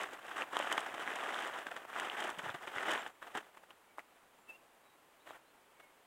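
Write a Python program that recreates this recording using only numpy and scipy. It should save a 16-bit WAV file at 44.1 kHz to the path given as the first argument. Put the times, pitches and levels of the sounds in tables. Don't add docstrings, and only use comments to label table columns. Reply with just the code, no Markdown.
import sys
import numpy as np
from scipy import signal
from scipy.fft import rfft, irfft
from scipy.io import wavfile
from scipy.ndimage import uniform_filter1d

SR = 44100
rng = np.random.default_rng(int(sys.argv[2]) if len(sys.argv) > 2 else 0)


def inscribe(sig):
    pcm = np.round(np.clip(np.atleast_2d(sig).T, -1, 1) * 32767)
    wavfile.write(sys.argv[1], SR, pcm.astype(np.int16))


N = 267510
T = np.arange(N) / SR


def amp(db):
    return 10 ** (np.asarray(db) / 20)


def unit(x):
    return x / np.sqrt(np.mean(x ** 2))


def running_rms(x, seconds):
    return np.sqrt(np.abs(uniform_filter1d(x ** 2, max(int(seconds * SR), 2))) + 1e-18)


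def walk(rate):
    hold = int(SR / rate)
    steps = np.repeat(rng.standard_normal(N // hold + 1), hold)
    return unit(uniform_filter1d(steps, hold)[:N])


def colour(x, points, size=2048):
    hz, db = np.transpose(points)
    bins_hz = np.maximum(np.arange(size // 2 + 1) * SR / size, 1)
    gains = amp(np.interp(np.log(bins_hz), np.log(hz), db))
    cepstrum = irfft(np.log(gains))
    cepstrum[1:size // 2] *= 2
    cepstrum[size // 2 + 1:] = 0
    response = irfft(np.exp(rfft(cepstrum)))
    return signal.fftconvolve(x, response / np.sqrt(np.sum(response ** 2)))[:N]


def grains(rate, spread_db):
    sizes = amp(spread_db * np.minimum(rng.exponential(size=N), 4)) * rng.choice([-1, 1], N)
    return sizes * (rng.random(N) < rate / SR)


def impulses(table):
    out = np.zeros(N)
    for start_s, level_db in table:
        out[int(start_s * SR)] += amp(level_db)
    return out


def fade(spikes, decay_s):
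    return signal.lfilter([1], [1, -np.exp(-1 / (decay_s * SR))], spikes + 1e-18)


def rings(table, rise_s, low_hz):
    out, t = np.zeros(N), T[:SR // 6]
    envelope = t / rise_s * np.exp(1 - t / rise_s)
    for start_s, level_db, pitch_hz in table:
        start = int(start_s * SR)
        out[start:start + len(t)] += amp(level_db) * envelope * np.sin(2 * np.pi * pitch_hz * t)
    return signal.sosfilt(signal.butter(3, [low_hz, 3900], "band", fs=SR, output="sos"), out)


def garden():
    # pitch_hz, level_db
    air_tone = [(30, -11.5), (80, -11.5), (160, -7.5), (300, -1.5), (550, 1.5), (950, 2), (1600, -3),
                (3100, -8.5), (4400, -16.5), (5700, -18.5), (8000, -15), (11000, -17.5), (16000, -20)]
    return colour(rng.standard_normal(N), air_tone) * amp(-58.5)


def birds(waver, flutter_db, echo_db, echo_s):
    # start_s, length_s, start_hz, end_hz, level_db
    notes = [(2.957, 0.075, 7350, 7320, -62), (3.07, 0.093, 7350, 7330, -75),
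             (3.82, 0.1475, 2200, 2320, -65), (4.34, 0.135, 7350, 7350, -73),
             (4.471, 0.0627, 2690, 2610, -46.5), (4.518, 0.053, 2750, 2743, -56),
             (4.774, .19, 3880, 3846, -70.5), (5.184, 0.058, 3400, 4220, -67.5),
             (5.275, .04, 4150, 3630, -68), (5.435, 0.071, 3700, 4300, -69.5),
             (5.702, 0.214, 2300, 2119, -61)]
    song = np.zeros(N)
    wobble = 1 + waver * walk(150)
    for start_s, length_s, start_hz, end_hz, level_db in notes:
        span = slice(int(start_s * SR), int((start_s + length_s) * SR))
        progress = np.linspace(0, 1, len(T[span]))
        pitch_hz = (start_hz + (end_hz - start_hz) * progress) * wobble[span]
        swell = np.sin(np.pi * progress ** 1.5)
        song[span] += amp(level_db) * swell * np.sin(2 * np.pi * np.cumsum(pitch_hz) / SR)
    song *= amp(flutter_db * walk(120))
    tail = rng.standard_normal(SR // 2) * amp(-60 * T[:SR // 2] / echo_s)
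    return song + amp(echo_db) * signal.fftconvolve(song, tail / np.sqrt(np.sum(tail ** 2)))[:N]


def bumps():
    # start_s, level_db, pitch_hz
    thuds = [(2.375, -51.5, 178.5), (2.432, -52.5, 176), (2.462, -49, 138), (2.492, -50, 115),
             (2.54, -53, 150), (2.755, -54.5, 103)]
    return rings(thuds, rise_s=0.0045, low_hz=90)


def taps():
    # start_s, level_db, pitch_hz
    hits = [(.4208, -24.5, 2596), (.5677, -17.5, 1004), (.5685, -24.5, 3170), (.6, -20.5, 805),
            (1.0765, -23.5, 1660), (1.3438, -30, 3430), (1.667, -34.5, 1380), (1.851, -35, 840),
            (1.9622, -25.5, 1374), (1.9985, -25, 1620), (2.0988, -26, 3005), (2.494, -25.5, 1396),
            (2.783, -24, 1510), (3.2265, -34.5, 1440), (3.573, -39.5, 1025), (3.6355, -40.5, 900),
            (3.706, -39.5, 2854), (3.9836, -29.5, 1020), (3.9935, -36.5, 2070), (5.3072, -33, 868)]
    return rings(hits, rise_s=0.000378, low_hz=270)


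def pressure(build_s, relax_s):
    # time_s, level_db
    stirs = [(0, -51), (.5, -52), (.9, -48.5), (1.55, -47.5), (1.65, -51.5), (1.86, -54.5), (1.95, -48.5),
             (2.35, -50), (2.59, -53), (2.72, -46.5), (3.02, -48.5), (3.13, -66.5), (3.29, -56.5),
             (3.6, -73), (3.9, -90.5)]
    # start_s, level_db
    clumps = [(.131, -42), (.312, -42.5), (.412, -37), (.53, -40.5), (.778, -32), (.862, -38.5),
              (.941, -39), (.995, -39.5), (1.236, -40.5), (1.668, -39.5), (1.714, -38.5), (1.764, -39),
              (1.96, -37.5), (2.39, -39.5), (2.542, -37.5), (2.673, -41), (3.064, -40.5), (3.098, -50),
              (3.226, -45), (3.268, -45.5), (3.351, -37), (3.373, -37.5), (3.545, -53), (3.572, -50),
              (3.635, -58), (3.706, -48.5), (3.987, -45.5), (5.265, -55), (5.799, -49)]
    # start_s, length_s, level_db
    pushes = [(-.01, 0.0488, -42), (0.352, 0.0694, -40), (0.519, 0.3025, -41.5), (0.7, 0.0333, -38.5),
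              (.989, 0.0482, -43), (1.068, 0.0538, -41), (1.146, 0.3336, -41.5), (1.527, 0.068, -45),
              (1.949, 0.123, -42.5), (2.105, 0.038, -47.5), (2.155, 0.1383, -42), (2.43, 0.0718, -44),
              (2.743, 0.2496, -41.5), (2.872, 0.0642, -36.5), (3.208, 0.061, -56), (3.342, 0.0342, -42.5),
              (3.422, 0.0544, -59.5), (4.149, 0.032, -63.5), (5.253, 0.109, -54)]
    stirring = amp(np.interp(T, *np.transpose(stirs)) + 1.6133 * walk(21.752))
    surges = fade(impulses(clumps), decay_s=0.01013)
    power = stirring ** 2 + surges ** 2
    for start_s, length_s, level_db in pushes:
        build = np.clip((T - start_s) / build_s, 0, 1)
        relax = np.exp(-np.clip(T - start_s - length_s, 0, 1) / relax_s)
        power += (amp(level_db) * build * relax) ** 2
    return uniform_filter1d(np.sqrt(power), SR // 1000)


def brighten(clicks):
    # pitch_hz, level_db
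    plastic_tone = [(1500, -28.5), (3000, 12.5), (4400, -9.5), (5200, -3.5), (6600, -1.5), (8100, 0.5),
                    (10000, -8), (13000, -16), (16000, -20)]
    return colour(clicks, plastic_tone)


def crinkles(work, decay_s, cluster_db, snap_db):
    # start_s, level_db
    sharpest = [(.014, -35.5), (.134, -43), (.267, -45.5), (.5673, -33), (.59, -34.5), (.725, -30.5),
                (.777, -38), (1.157, -36.5), (1.343, -43.5), (1.391, -41.5), (1.9985, -33.5), (2.24, -33),
                (2.302, -34.5), (2.3863, -38), (2.908, -35), (2.916, -31), (2.934, -36), (3.373, -35)]
    buckles = impulses(sharpest) + work * amp(-4) * np.abs(grains(rate=12, spread_db=1.9))
    cluster = fade(buckles, decay_s) * unit(grains(rate=10000, spread_db=7))
    return brighten(amp(snap_db) * buckles + amp(cluster_db) * cluster)


def fibres(rate, spread_db, q, count=14):
    out = np.zeros(N)
    for pitch_hz in np.geomspace(350, 3400, count):
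        out += signal.lfilter(*signal.iirpeak(pitch_hz, q, fs=SR), grains(rate, spread_db))
    return out


def compost(work):
    # pitch_hz, level_db
    soil_tone = [(60, -52), (130, -19.5), (300, -4), (500, -4.5), (720, 1.5), (950, -1), (1250, 0),
                 (1850, -0.5), (2250, -8), (3100, -9.5), (3700, -14), (4200, -24.5), (8000, -29),
                 (16000, -44.5)]
    slip = work * amp(1.36 * walk(130))
    crumbs = unit(colour(grains(rate=2200, spread_db=2.5), soil_tone))
    ticks = unit(colour(fibres(rate=110, spread_db=3.5, q=6.14), soil_tone))
    soil = crumbs + amp(1) * ticks
    crackle = brighten(grains(rate=1500, spread_db=0.5))
    soil /= running_rms(soil, 0.03)
    crackle /= running_rms(crackle, 0.053)
    rustle = slip * (soil + amp(-17) * crackle)
    return signal.sosfilt(signal.butter(4, 85, "high", fs=SR, output="sos"), rustle)


def scene():
    work = pressure(build_s=0.0124, relax_s=0.02206)
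    rustle = compost(work) + crinkles(work, decay_s=0.00351, cluster_db=-6.5, snap_db=8.0)
    song = birds(waver=0.006, flutter_db=2, echo_db=-10, echo_s=0.35)
    return (rustle + taps() + bumps() + song + garden())[None]


def suppress(x, open_db, slope, depth_db):
    level_db = 20 * np.log10(running_rms(x, 0.01515))
    return x * amp(np.clip((level_db - open_db) * slope, -depth_db, 0))


def record(dry):
    quiet = suppress(dry, open_db=-49.0, slope=0.804, depth_db=7.5)
    return signal.sosfilt(signal.ellip(10, 0.2, 70, 15800, fs=SR, output="sos"), quiet)


dry = scene()
out = record(dry)
inscribe(out)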